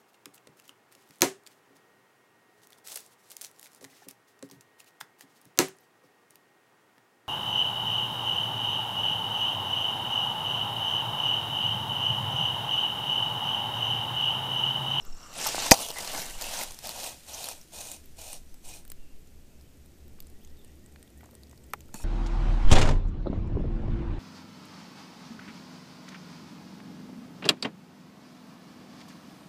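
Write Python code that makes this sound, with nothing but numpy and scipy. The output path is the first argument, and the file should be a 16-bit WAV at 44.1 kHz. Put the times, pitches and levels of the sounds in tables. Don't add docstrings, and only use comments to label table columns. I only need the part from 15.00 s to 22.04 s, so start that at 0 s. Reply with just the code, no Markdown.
import sys
import numpy as np
from scipy import signal
from scipy.fft import rfft, irfft
from scipy.io import wavfile

SR = 44100
rng = np.random.default_rng(int(sys.argv[2]) if len(sys.argv) > 2 else 0)


def magnitude_from_level(level_db):
    exponent = np.asarray(level_db, float) / 20
    return 10 ** exponent


def output_pcm(signal):
    pcm = np.clip(np.atleast_2d(signal).T, -1, 1) * 32767
    wavfile.write(sys.argv[1], SR, np.round(pcm).astype(np.int16))


N = 310464
TIME = np.arange(N) / SR

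# time in seconds, level in dB.
STEAM_PHASES = [
    [(0.0, -63), (0.136, -64.5), (0.2, -58.5), (0.32, -52.5)],
    [(0.33, -48), (0.442, -33.5), (0.474, -33.5), (0.504, -36), (0.6, -34.5), (0.684, -33), (0.7, -38)],
    [(0.73, -31.5), (0.76, -36), (0.854, -41.5), (0.884, -43.5), (0.905, -42.5)],
    [(0.915, -52), (0.97, -42), (0.994, -42.5), (1.118, -40), (1.216, -38.5), (1.25, -43), (1.395, -49)],
]
# slosh in the hollow, spatter, top sizzle, all in dB re steam.
STEAM_COMPANIONS = [
    (-2, -8.5, -11),
    (-5.5, -9.5, -8.5),
    (-1.5, -17.5, -3),
    (-4, -7.5, -4),
]
# frequency in Hz, density in dB per Hz.
STEAM_SPECTRUM = [(1350, -34), (2300, -7), (2870, 0), (3200, -4), (3840, -2.5), (4690, -4), (5930, -2),
                  (9000, -11), (11700, -36.5), (19800, -120)]
# frequency in Hz, density in dB per Hz.
SIZZLE_SPECTRUM = [(4710, -30), (8000, -7.5), (8660, -4), (12800, -5), (15400, -9)]
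# time in seconds, level in dB.
RIM_GURGLE = [(0.0, -84), (0.068, -56.5), (0.134, -75), (0.192, -57.5), (0.312, -54.5), (0.42, -61)]
# frequency in Hz, width in Hz, level in dB re steam.
TRICKLE_RESONANCES = [(2800, 300, -10), (5800, 450, -8), (7500, 800, -9)]
GUSH_WASH_DB = -14.5
# centre in seconds, length in seconds, pitch in Hz, level in dB.
STEAM_JETS = [(.845, 0.034, 3200, -40.5), (.828, .015, 6500, -40), (0.63, 0.017, 7500, -38),
              (.815, .012, 8000, -44), (.945, 0.015, 9000, -49), (0.82, 0.032, 9700, -39),
              (1.2, .03, 4050, -45), (1.1, .02, 3400, -45), (0.98, 0.033, 2000, -40.5),
              (0.9, .03, 3000, -43), (.471, .012, 13000, -32.5), (.471, .012, 5700, -30),
              (0.38, .01, 9300, -41), (.6, .03, 3900, -38.5), (.665, .04, 5800, -36.5),
              (1.591, .011, 7500, -37), (1.576, 0.0091, 5900, -43), (1.42, 0.023, 6900, -41),
              (2.068, 0.028, 8400, -42.5), (2.066, 0.022, 4800, -49), (1.48, 0.052, 2800, -46),
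              (2.345, 0.016, 6000, -41), (2.617, 0.011, 5700, -58.5), (2.44, 0.037, 4250, -45),
              (3.73, .05, 4100, -60)]
JET_EDGE_RATIO = 1.09

HOLLOW_HZ, HOLLOW_WIDTH_HZ = 740, 540

CONTACT_S = [
    .7110,
    .7162,
    .7192,
    .7408,
]
# crack in dB, crack t60 in seconds, hollow ring in dB, thud in dB.
CONTACTS = [
    (-6, 0.018, -15.5, -20.5),
    (-4, 0.012, 1, -9.5),
    (-13.5, 0.037, -17.5, -20),
    (-16.5, .005, -32.5, -37.5),
]
# frequency in Hz, level in dB, t60 in seconds.
BODY_MODES = [(263.7, 1.5, 0.014), (437, -6.5, 0.021), (516, -11.5, 0.042), (657, -9.5, 0.05),
              (766, -7, 0.034), (799, -12.5, 0.1), (924, -5, 0.028), (2000, -2, 0.014), (2500, 1.5, 0.0085)]
# frequency in Hz, level in dB, t60 in seconds.
THIN_WALL_MODES = [(4750, -22.5, .03), (5044, -22.5, 0.029), (5820, -22, .04), (6300, -21.5, 0.032),
                   (6695, -22.5, 0.039), (8800, -24, 0.018), (9300, -25, .05), (12200, -24, 0.017)]
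# frequency in Hz, density in dB per Hz.
CRACK_SPECTRUM = [(710, -47), (1200, -20.5), (1650, -13.5), (2330, -7.5), (3300, -14), (4860, -1),
                  (6480, -3), (15400, -12)]

# start in seconds, contact in seconds, grind in dB, sag in the middle in dB.
ROCKING_SWINGS = [
    (1.381, 0.22, -34, 3.5),
    (1.818, .255, -38, 2.0),
    (2.255, .265, -44, -3),
    (2.704, 0.23, -46.5, -3),
    (3.155, 0.2, -47.5, -1),
    (3.618, .17, -53.5, -5),
    (6.932, 0.17, -52, 3),
]
FIRST_SWING_S = ROCKING_SWINGS[0][0]
LIFT_S = 6.9
SWELL_DB_PER_S, RISE_DB_PER_S, FALL_DB_PER_S = 8.5, 701, 127
FALL_STEEPENS_PER_S = 0.97
HOLLOW_DB, SPATTER_DB, DRYING_DB_PER_S = -10, -15, 5
SEETHE_DB, SEETHE_FALL_DB_PER_S = -49, 9
# frequency in Hz, width in Hz, level in dB.
WALL_RESONANCES = [(2480, 88, -11.5), (2930, 61, -19), (3850, 100, -18), (4210, 90, -14), (5690, 200, -9.5),
                   (6430, 400, -6.5), (7030, 110, -10), (7660, 320, -4), (8780, 350, -2), (9400, 410, -6.5),
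                   (10660, 330, -18), (11870, 370, -12), (13100, 400, -10)]
# time in seconds, level in dB.
WALL_CLARITY = [(1.4, -11), (2.2, -3), (2.8, 2), (7.04, 6)]
# frequency in Hz, density in dB per Hz.
GRIND_SPECTRUM = [(1000, -4), (1300, 2), (2100, -16), (2480, 0.5), (4990, 0.5), (6460, -2.5),
                  (12800, -10.5), (15400, -11.5)]
# frequency in Hz, density in dB per Hz.
SEETHE_SPECTRUM = [(900, -9), (1800, -2.5), (4000, -1), (9000, -1), (15400, -8.5)]

# time in seconds, peak in dB, pitch in Hz, t60 in seconds.
STONE_KNOCKS = [(.546, -18, 686, 0.0078), (.581, -18.5, 700, 0.0077), (.615, -24.5, 855, 0.015),
                (.643, -31.5, 1010, 0.022), (.663, -28, 1060, 0.024), (.915, -40.5, 750, 0.023),
                (.96, -37, 800, 0.033), (1.15, -40, 300, 0.087), (1.191, -40, 180, .09),
                (1.618, -36, 800, .01), (1.891, -39, 750, .008), (2.034, -39, 790, .012),
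                (2.487, -34, 804, 0.011), (2.865, -41, 800, .01), (3.331, -43, 750, .014),
                (3.543, -51.5, 520, .015), (3.852, -51, 1494, 0.009), (3.918, -48.5, 1037, 0.011),
                (5.187, -54, 1202, 0.022), (5.96, -47, 1800, 0.012), (6.208, -47, 1290, 0.016),
                (6.2312, -46.5, 710, 0.026), (6.236, -53, 1107, 0.02), (6.241, -55, 1000, 0.023),
                (6.245, -52.5, 1110, 0.016), (6.29, -54.5, 890, 0.017), (6.331, -45, 550, 0.025),
                (6.53, -50, 1010, 0.013), (6.261, -51, 700, 0.02), (6.7349, -26.5, 815, 0.034),
                (6.7349, -22.5, 1230, 0.017), (6.941, -41, 880, 0.1), (6.944, -34.5, 210, 0.068),
                (6.999, -47.5, 946, 0.095), (6.891, -49.5, 1400, 0.012), (.462, -28, 870, 0.096)]
# time in seconds, level in dB.
WIRE_TAPS = [(6.9415, -46), (6.951, -48), (6.9575, -47), (6.976, -50), (6.988, -48), (7.006, -49),
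             (7.018, -50), (7.03, -52)]
# frequency in Hz, level in dB, t60 in seconds.
WIRE_MODES = [(2590, -4, .06), (3730, -6, .05), (4420, -1, .06), (5500, -3, .05), (5730, -2, .05),
              (6750, 0, .06), (7200, 0, .05), (8160, 0, .07), (9100, -2, .04), (9990, 0, .06),
              (10250, -2, .05), (11500, -3, .04)]

# time in seconds, peak in dB, pitch in Hz, broad part in dB re peak.
DROP_BURSTS = [(0.0335, -50, 13000, -15), (0.0508, -41, 12400, -5.5), (0.145, -56, 12000, -3),
               (0.3386, -33, 5550, -6), (0.399, -25, 3340, -6.5), (0.4264, -22, 5750, -13),
               (0.4674, -19, 13100, -1.5), (0.4725, -21, 9000, -1), (0.8256, -26, 6400, -4.5),
               (0.8635, -30, 6500, -5.5), (0.9384, -38, 3100, -6), (1.0531, -28, 4000, -5.5),
               (0.4894, -28, 5940, -2), (0.9035, -17, 4070, -10), (0.9848, -27, 2300, 0),
               (0.9853, -26.5, 7200, -7.5), (1.2183, -24, 5200, -4), (1.4125, -21.5, 4330, -4),
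               (1.4222, -18.5, 4400, -4), (1.4416, -23.5, 2500, -4), (1.5719, -25, 5950, -5),
               (1.5889, -26, 7480, -5), (1.605, -39, 5500, -9), (1.6125, -21, 1990, -6),
               (1.618, -25, 5000, -3), (1.626, -26, 10500, -2.5), (1.6345, -27, 9400, 4),
               (1.643, -29, 6500, -3), (1.7087, -31.5, 5870, -1.5), (1.72, -32, 8500, -3),
               (1.745, -34, 6000, -4), (1.789, -32, 4770, -1), (1.8714, -22.5, 4870, -3.5),
               (1.8922, -22, 4340, -2), (1.909, -28, 4500, -6), (1.918, -33, 1900, -3),
               (2.033, -25, 4300, -3), (2.053, -30, 5500, -4), (2.063, -29, 2500, -4.5)]
# time in seconds, peak in dB, pitch in Hz, broad part in dB re peak.
GRIT_SNAPS = [(2.282, -38.5, 7800, -9), (2.332, -35, 11000, -5), (2.345, -31, 6310, -1),
              (2.395, -32, 4500, -4), (2.4423, -23.5, 4220, 0), (2.457, -30, 9000, 1),
              (2.47, -25, 2980, -8), (2.487, -26, 7550, 2), (2.6134, -39.5, 5680, -4),
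              (2.719, -44, 5500, -10), (2.7296, -41, 7550, -5), (2.872, -31, 6720, -4),
              (2.916, -23, 7560, -7), (2.922, -33.5, 13000, -3), (3.0584, -37.5, 13100, -12),
              (3.1704, -39, 7580, -11), (3.3305, -27, 8200, -5), (3.5424, -44, 7930, 2),
              (3.6463, -45, 4190, -5.5), (3.851, -44, 8290, -1), (3.8785, -41.5, 13000, -3),
              (3.9007, -26.5, 8370, -8.5), (3.9182, -28, 12900, -4), (6.7089, -46, 4690, -7.5),
              (6.7349, -18.5, 2190, -8.5), (6.8064, -32.5, 6600, -8.5), (6.8835, -53, 2500, 0),
              (6.9428, -28.5, 6800, -2)]
# time in seconds, peak in dB, pitch in Hz.
EMBER_POPS = [(4.2734, -46.5, 6660), (4.6111, -46.5, 4542), (4.8601, -47, 8220), (5.0805, -46, 13100),
              (5.2033, -29.5, 12530), (5.224, -43, 10800), (5.2697, -42, 7900), (5.3006, -48, 8650),
              (5.4482, -39, 6790), (5.4743, -46, 3130), (5.571, -49, 3755), (5.6148, -53.5, 3690),
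              (5.6472, -42, 8240), (5.8617, -43, 7540), (5.9586, -52, 2390), (6.0278, -39, 7850),
              (6.0757, -46, 3410), (6.207, -45, 2020), (6.2401, -43, 6680), (6.2577, -43.5, 7200),
              (6.3107, -46, 12780), (6.3518, -40.5, 8250), (6.434, -41.5, 4100), (6.496, -48, 7910),
              (6.5122, -42, 6300), (6.5762, -43.5, 4750), (6.6405, -44, 7360)]
DROP_LOW_DB, GRIT_LOW_DB, EMBER_LOW_DB, EMBER_BROAD_DB = -9.5, -11, -14.5, -4.5
LOW_DB_PER_OCTAVE = -5
# time in seconds, level in dB.
EMBER_CRACKLE = [(0, -65), (4.9, -64), (5.3, -59), (7.04, -58)]

# (time in seconds, level in dB).
BIRD_NOTES = [((.014, 5200, 5700), [(0.02, -52.5), (0.121, -49), (.224, -50)]), ((0.025, 5800, 8500),
              [(0.056, -53), (0.16, -54), (0.258, -54)]), ((0.125, 5700, 6400), [(3.444, -72.5)]),
              ((0.21, 8500, 7650), [(3.428, -72)]), ((.16, 2800, 2760), [(3.93, -69)]), ((0.09, 2620, 2590),
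              [(4.02, -73), (4.48, -71.5)]), ((.05, 2900, 3150), [(4.63, -73)]), ((.07, 2200, 4100),
              [(5.387, -68)]), ((0.07, 3950, 3300), [(5.56, -68)]), ((.1, 3250, 2500), [(5.61, -73)]),
              ((0.09, 1750, 2060), [(5.31, -75), (5.48, -75), (5.64, -72), (5.81, -72), (5.99, -71),
              (6.15, -69), (6.32, -73.5)]), ((0.09, 1760, 2050), [(6.46, -72), (6.63, -73)])]

# time in seconds, buffet in dB.
WIND_BUFFETS = [(0.0, -48), (0.1, -40), (0.25, -59.5), (0.61, -44), (0.8, -56.5), (1.02, -50),
                (1.35, -42.5), (1.72, -47), (2.06, -63.5), (2.86, -58), (3.39, -46), (4.08, -46.5),
                (4.82, -63), (5.3, -50.5), (5.57, -53.5), (6.15, -70.5), (6.75, -66.5), (7.04, -46.5)]
# frequency in Hz, density in dB per Hz.
RUMBLE_SPECTRUM = [(26, -32), (45, -7), (75, 2), (97, -14), (118, -4), (150, -8.5), (210, -8.5), (339, -11),
                   (900, -28.5), (1170, -57), (1980, -120)]
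RUMBLE_DB, RUMBLE_RISE_DB_PER_S, RUMBLE_RISE_S = -58, 1.5, 4.3
# frequency in Hz, density in dB per Hz.
AIR_SPECTRUM = [(350, -30.5), (600, -1.5), (726, -6), (1090, -6), (2600, -5), (3800, -7.5), (8350, -7),
                (10400, -12), (13100, -8), (15400, -15)]
AIR_DB = -65.5
# time in seconds, level in dB.
ENGINE_HUM = [(1.8, -67), (3.26, -60.5), (4.13, -67), (4.37, -58.5), (6.44, -61), (7.04, -55.5)]
HUM_HZ, HUM_BEAT_HZ, HUM_BEAT_S = 70.5, 4.4, 5.74

INPUT_CUTOFF_HZ = 15650


def rms_one(x):
    return x / np.sqrt(np.mean(x ** 2) + 1e-20)


def level_curve(rows, hold_s=.011):
    s, db = np.transpose(list(rows) + [(rows[-1][0] + hold_s, rows[-1][1])])
    return np.interp(TIME, s, db, left=-120, right=-120)


def colour(x, spectrum):
    points = np.array(spectrum)
    hz = np.maximum(np.fft.rfftfreq(N, 1 / SR), 1)
    gain_db = np.interp(np.log(hz), np.log(points[:, 0]), points[:, 1])
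    return rms_one(irfft(rfft(x) * magnitude_from_level(gain_db), N))


def band(x, low_hz, high_hz, order=2):
    edges_hz = [low_hz, min(high_hz, .45 * SR)]
    return signal.sosfilt(signal.butter(order, edges_hz, "band", fs=SR, output="sos"), x)


def resonance(x, hz, width_hz, order=2):
    return rms_one(band(x, hz - width_hz / 2, hz + width_hz / 2, order))


def drift(rate):
    r = np.exp(-80 * np.pi * rate / SR)
    slow = signal.lfilter([1], [1, -2 * r, r * r], rng.standard_normal(N // 40 + 2002))[2000:]
    return np.interp(np.arange(N) / 40, np.arange(len(slow)), rms_one(slow))


def ring(force, hz, t60):
    r, w = magnitude_from_level(-60 / (t60 * SR)), 2 * np.pi * hz / SR
    return signal.lfilter([0, np.sin(w)], [1, -2 * r * np.cos(w), r * r], force + 1e-18)


def burst(s, t60):
    age = TIME - s
    return (age >= 0) * magnitude_from_level(-60 * np.clip(age, 0, 1) / t60)


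def sputter(per_s, spread_db, burst_s, flicker_db):
    kick_db = spread_db * np.minimum(rng.exponential(1, N), 4)
    kicks = (rng.random(N) < per_s / SR) * magnitude_from_level(kick_db)
    bursts = signal.lfilter([1], [1, -np.exp(-1 / (burst_s * SR))], kicks)
    return rms_one((1 + bursts) * magnitude_from_level(flicker_db * drift(21)) * rng.standard_normal(N))


def patchy(x, patch_db, rate):
    spectrum, octave = rfft(x), np.log2(np.maximum(np.fft.rfftfreq(N, 1 / SR), 1))
    centres = np.log2(1500) + np.arange(14) / 4
    out = np.zeros(N)
    for row in np.eye(len(centres)):
        share = np.interp(octave, centres, row)
        out += magnitude_from_level(patch_db * drift(rate)) * irfft(spectrum * share, N)
    return rms_one(out)


def wet_hiss(layers, bright, source):
    in_hollow = band(source, HOLLOW_HZ - HOLLOW_WIDTH_HZ / 2, HOLLOW_HZ + HOLLOW_WIDTH_HZ / 2, order=1)
    slosh = rms_one(band(in_hollow, 380, 1180))
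    spatter = rms_one(band(np.roll(source, SR // 200), 1300, 2300))
    parts = [slosh, spatter, colour(source, SIZZLE_SPECTRUM)]
    out = np.zeros(N)
    for gain, mix_db in layers:
        out += gain * (bright + sum(magnitude_from_level(db) * part for db, part in zip(mix_db, parts)))
    return out


def splash():
    steam = [magnitude_from_level(level_curve(phase)) for phase in STEAM_PHASES]
    gurgle = magnitude_from_level(level_curve(RIM_GURGLE)) * rms_one(band(rng.standard_normal(N), 1080, 1400))
    source = patchy(sputter(90, spread_db=1.5, burst_s=.0015, flicker_db=.5), patch_db=1.7, rate=16)
    wash = magnitude_from_level(GUSH_WASH_DB) * sum(steam) * rms_one(band(source, 110, 340))
    wall = sum(magnitude_from_level(db) * resonance(source, hz, width_hz) for hz, width_hz, db in TRICKLE_RESONANCES)
    hiss = wet_hiss(zip(steam, STEAM_COMPANIONS), colour(source, STEAM_SPECTRUM), source)
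    return gurgle + steam[0] * wall + wash + hiss


def steam_jets():
    out, jets = np.zeros(N), rng.standard_normal((len(STEAM_JETS), 4000))
    age = TIME[:4000] - TIME[2000]
    for (s, length, hz, db), jet in zip(STEAM_JETS, jets):
        swell = np.exp(-.5 * (age / (.4 * length)) ** 2)
        hiss = rms_one(band(jet, hz / JET_EDGE_RATIO, hz * JET_EDGE_RATIO))
        out[round(s * SR) - 2000:][:4000] += magnitude_from_level(db) * swell * hiss
    return out


def bang():
    out, crack = np.zeros(N), colour(rng.standard_normal(N), CRACK_SPECTRUM)
    thud = rms_one(band(rng.standard_normal(N), 230, 630))
    for s, (crack_db, t60, hollow_db, thud_db) in zip(CONTACT_S, CONTACTS):
        click = np.zeros(N)
        click[round(s * SR)] = magnitude_from_level(hollow_db)
        out += magnitude_from_level(crack_db) * burst(s, t60) * crack
        out += magnitude_from_level(thud_db - 4.5) * burst(s, 0.012) * thud
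        out -= magnitude_from_level(thud_db - 5.5) * band(burst(s, 0.012), 11, 70, order=1)
        shake = burst(s, 0.27 * t60) * crack
        for hz, db, ring_s in THIN_WALL_MODES:
            out += magnitude_from_level(crack_db + db) * ring(shake, hz, ring_s)
        for hz, db, ring_s in BODY_MODES:
            out += magnitude_from_level(db) * rng.choice([-1, 1]) * ring(click, hz, ring_s)
    return out


def swing_gain():
    out = np.zeros(N)
    for s, length, db, sag_db in ROCKING_SWINGS:
        age = TIME - s
        share = np.clip(age / length, 0, 1)
        swell_db = SWELL_DB_PER_S * length * share * (s < LIFT_S)
        hold_db = swell_db - sag_db * np.sin(np.pi * share)
        rise_db = np.minimum(RISE_DB_PER_S * age - 22, 0)
        fall_rate = FALL_DB_PER_S * (1 + FALL_STEEPENS_PER_S * (s - FIRST_SWING_S))
        out += magnitude_from_level(db + hold_db + rise_db - fall_rate * np.maximum(age - length, 0))
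    return out


def rocking():
    source = sputter(120, spread_db=-7.5, burst_s=0.0024, flicker_db=0.9)
    wall = np.zeros(N)
    for hz, width_hz, db in WALL_RESONANCES:
        wall += magnitude_from_level(db + 2.5 * drift(7)) * resonance(source, hz, width_hz, order=1)
    grind = rms_one(magnitude_from_level(5.0) * colour(source, GRIND_SPECTRUM) + magnitude_from_level(level_curve(WALL_CLARITY)) * wall)
    since, rolling = TIME - FIRST_SWING_S, swing_gain()
    spatter_db = np.maximum(SPATTER_DB - DRYING_DB_PER_S * since, -30)
    seethe_gain = (since > 0) * magnitude_from_level(SEETHE_DB - SEETHE_FALL_DB_PER_S * since)
    seethe = seethe_gain * colour(np.roll(source, SR), SEETHE_SPECTRUM)
    slop = rolling * magnitude_from_level(spatter_db - 9.5) * rms_one(band(source, 196, 520))
    return seethe + slop + wet_hiss([(rolling, (HOLLOW_DB, spatter_db))], grind, source)


def knocks():
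    out, rattles = np.zeros(N), rng.standard_normal((len(STONE_KNOCKS), 4000))
    for (s, peak_db, hz, t60), rattle in zip(STONE_KNOCKS, rattles):
        clack = 2.5 * band(rattle * magnitude_from_level(-60 * TIME[:4000] / t60), hz / 2.2, hz * 1.8)
        hollow = 0.87 * band(ring(np.eye(1, 4000)[0], hz, t60), hz / 1.8, hz * 1.5, order=1)
        start = round(s * SR)
        out[start:][:4000] += magnitude_from_level(peak_db) * (clack + hollow)[:N - start]
    return out


def handle():
    s, tap_db = np.transpose(WIRE_TAPS)
    out, uneven_db = np.zeros(N), rng.normal(0, 6.0, (len(s), len(WIRE_MODES)))
    for (hz, db, t60), own_db in zip(WIRE_MODES, uneven_db.T):
        clicks = np.zeros(N)
        clicks[(s * SR).astype(int)] = magnitude_from_level(tap_db + db - 9 + own_db)
        out += ring(clicks, hz, t60)
    return out


def pops():
    rows = [(*row, DROP_LOW_DB) for row in DROP_BURSTS]
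    rows += [(*row, GRIT_LOW_DB) for row in GRIT_SNAPS]
    rows += [(*row, EMBER_BROAD_DB, EMBER_LOW_DB) for row in EMBER_POPS]
    out, tails = np.zeros(N), rng.standard_normal((len(rows), 1200))
    for (s, peak_db, hz, broad_db, low_db), tail in zip(rows, tails):
        snap = .8 * tail * magnitude_from_level(-60 * TIME[:1200] / 0.012)
        snap[0] = 2.2
        core = band(snap, hz / 1.104, hz * 1.2) * np.sqrt(9000 / hz)
        broad = magnitude_from_level(broad_db) * band(snap, 1500, 17000, order=1)
        low = magnitude_from_level(low_db + LOW_DB_PER_OCTAVE * np.log2(hz / 5000) + 7.5) * band(snap, 250, 1300)
        start = round(s * SR)
        out[start:][:1200] += magnitude_from_level(peak_db) * (core + broad + low)[:N - start]
    return out


def embers():
    ticks = (rng.random(N) < 28 / SR) * magnitude_from_level(1.8 * np.minimum(rng.exponential(1, N), 3))
    dealt = rng.integers(0, 6, N)
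    out = np.zeros(N)
    for k, hz in enumerate(np.geomspace(4500, 13500, 6)):
        puffs = signal.lfilter([1], [1, -magnitude_from_level(-60 / (.008 * SR))], ticks * (dealt == k) + 1e-18)
        out += band(puffs * rng.standard_normal(N), hz, hz * 1.2, order=1)
    return magnitude_from_level(level_curve(EMBER_CRACKLE) + 10.5) * out


def birds():
    out = np.zeros(N)
    for (length, start_hz, end_hz), songs in BIRD_NOTES:
        size = round(length * SR)
        phase = 2 * np.pi * np.cumsum(np.linspace(start_hz, end_hz, size)) / SR
        for s, db in songs:
            waver = np.cumsum(rng.normal(0, 0.06, size))
            out[round(s * SR):][:size] += magnitude_from_level(db + 0.5) * np.hanning(size) ** .5 * np.sin(phase + waver)
    trunks = rng.standard_normal(SR // 4) * magnitude_from_level(-60 * TIME[:SR // 4] / 0.8)
    return out + magnitude_from_level(-35) * signal.fftconvolve(out, trunks)[:N]


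def woods():
    buffet = rms_one(band(rng.standard_normal(N), 1.7, 16, order=3)) * magnitude_from_level(level_curve(WIND_BUFFETS) + 4.5)
    nearer_db = RUMBLE_DB + RUMBLE_RISE_DB_PER_S * np.maximum(TIME - RUMBLE_RISE_S, 0)
    rumble = colour(rng.standard_normal(N), RUMBLE_SPECTRUM) * magnitude_from_level(nearer_db + 0.48 * drift(8))
    air = colour(rng.standard_normal(N), AIR_SPECTRUM) * magnitude_from_level(AIR_DB)
    beat = 1 + 1.2 * np.cos(2 * np.pi * HUM_BEAT_HZ * (TIME - HUM_BEAT_S))
    hum = magnitude_from_level(level_curve(ENGINE_HUM)) * beat * np.sin(2 * np.pi * HUM_HZ * TIME)
    return buffet + rumble + air + hum


def scene():
    water = splash() + steam_jets()
    pot = bang() + rocking() + knocks() + handle()
    fire = pops() + embers()
    return (water + pot + fire + birds() + woods())[None]


def roll_off(x):
    return signal.sosfilt(signal.butter(12, 15520, fs=SR, output="sos"), x)


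def record(dry):
    clipped = np.clip(dry, -.98, .98)
    low_pass = signal.cheby2(12, 30, INPUT_CUTOFF_HZ, fs=SR, output="sos")
    mix = signal.sosfilt(low_pass, clipped)
    return roll_off(mix)


dry = scene()
out = record(dry)
output_pcm(out)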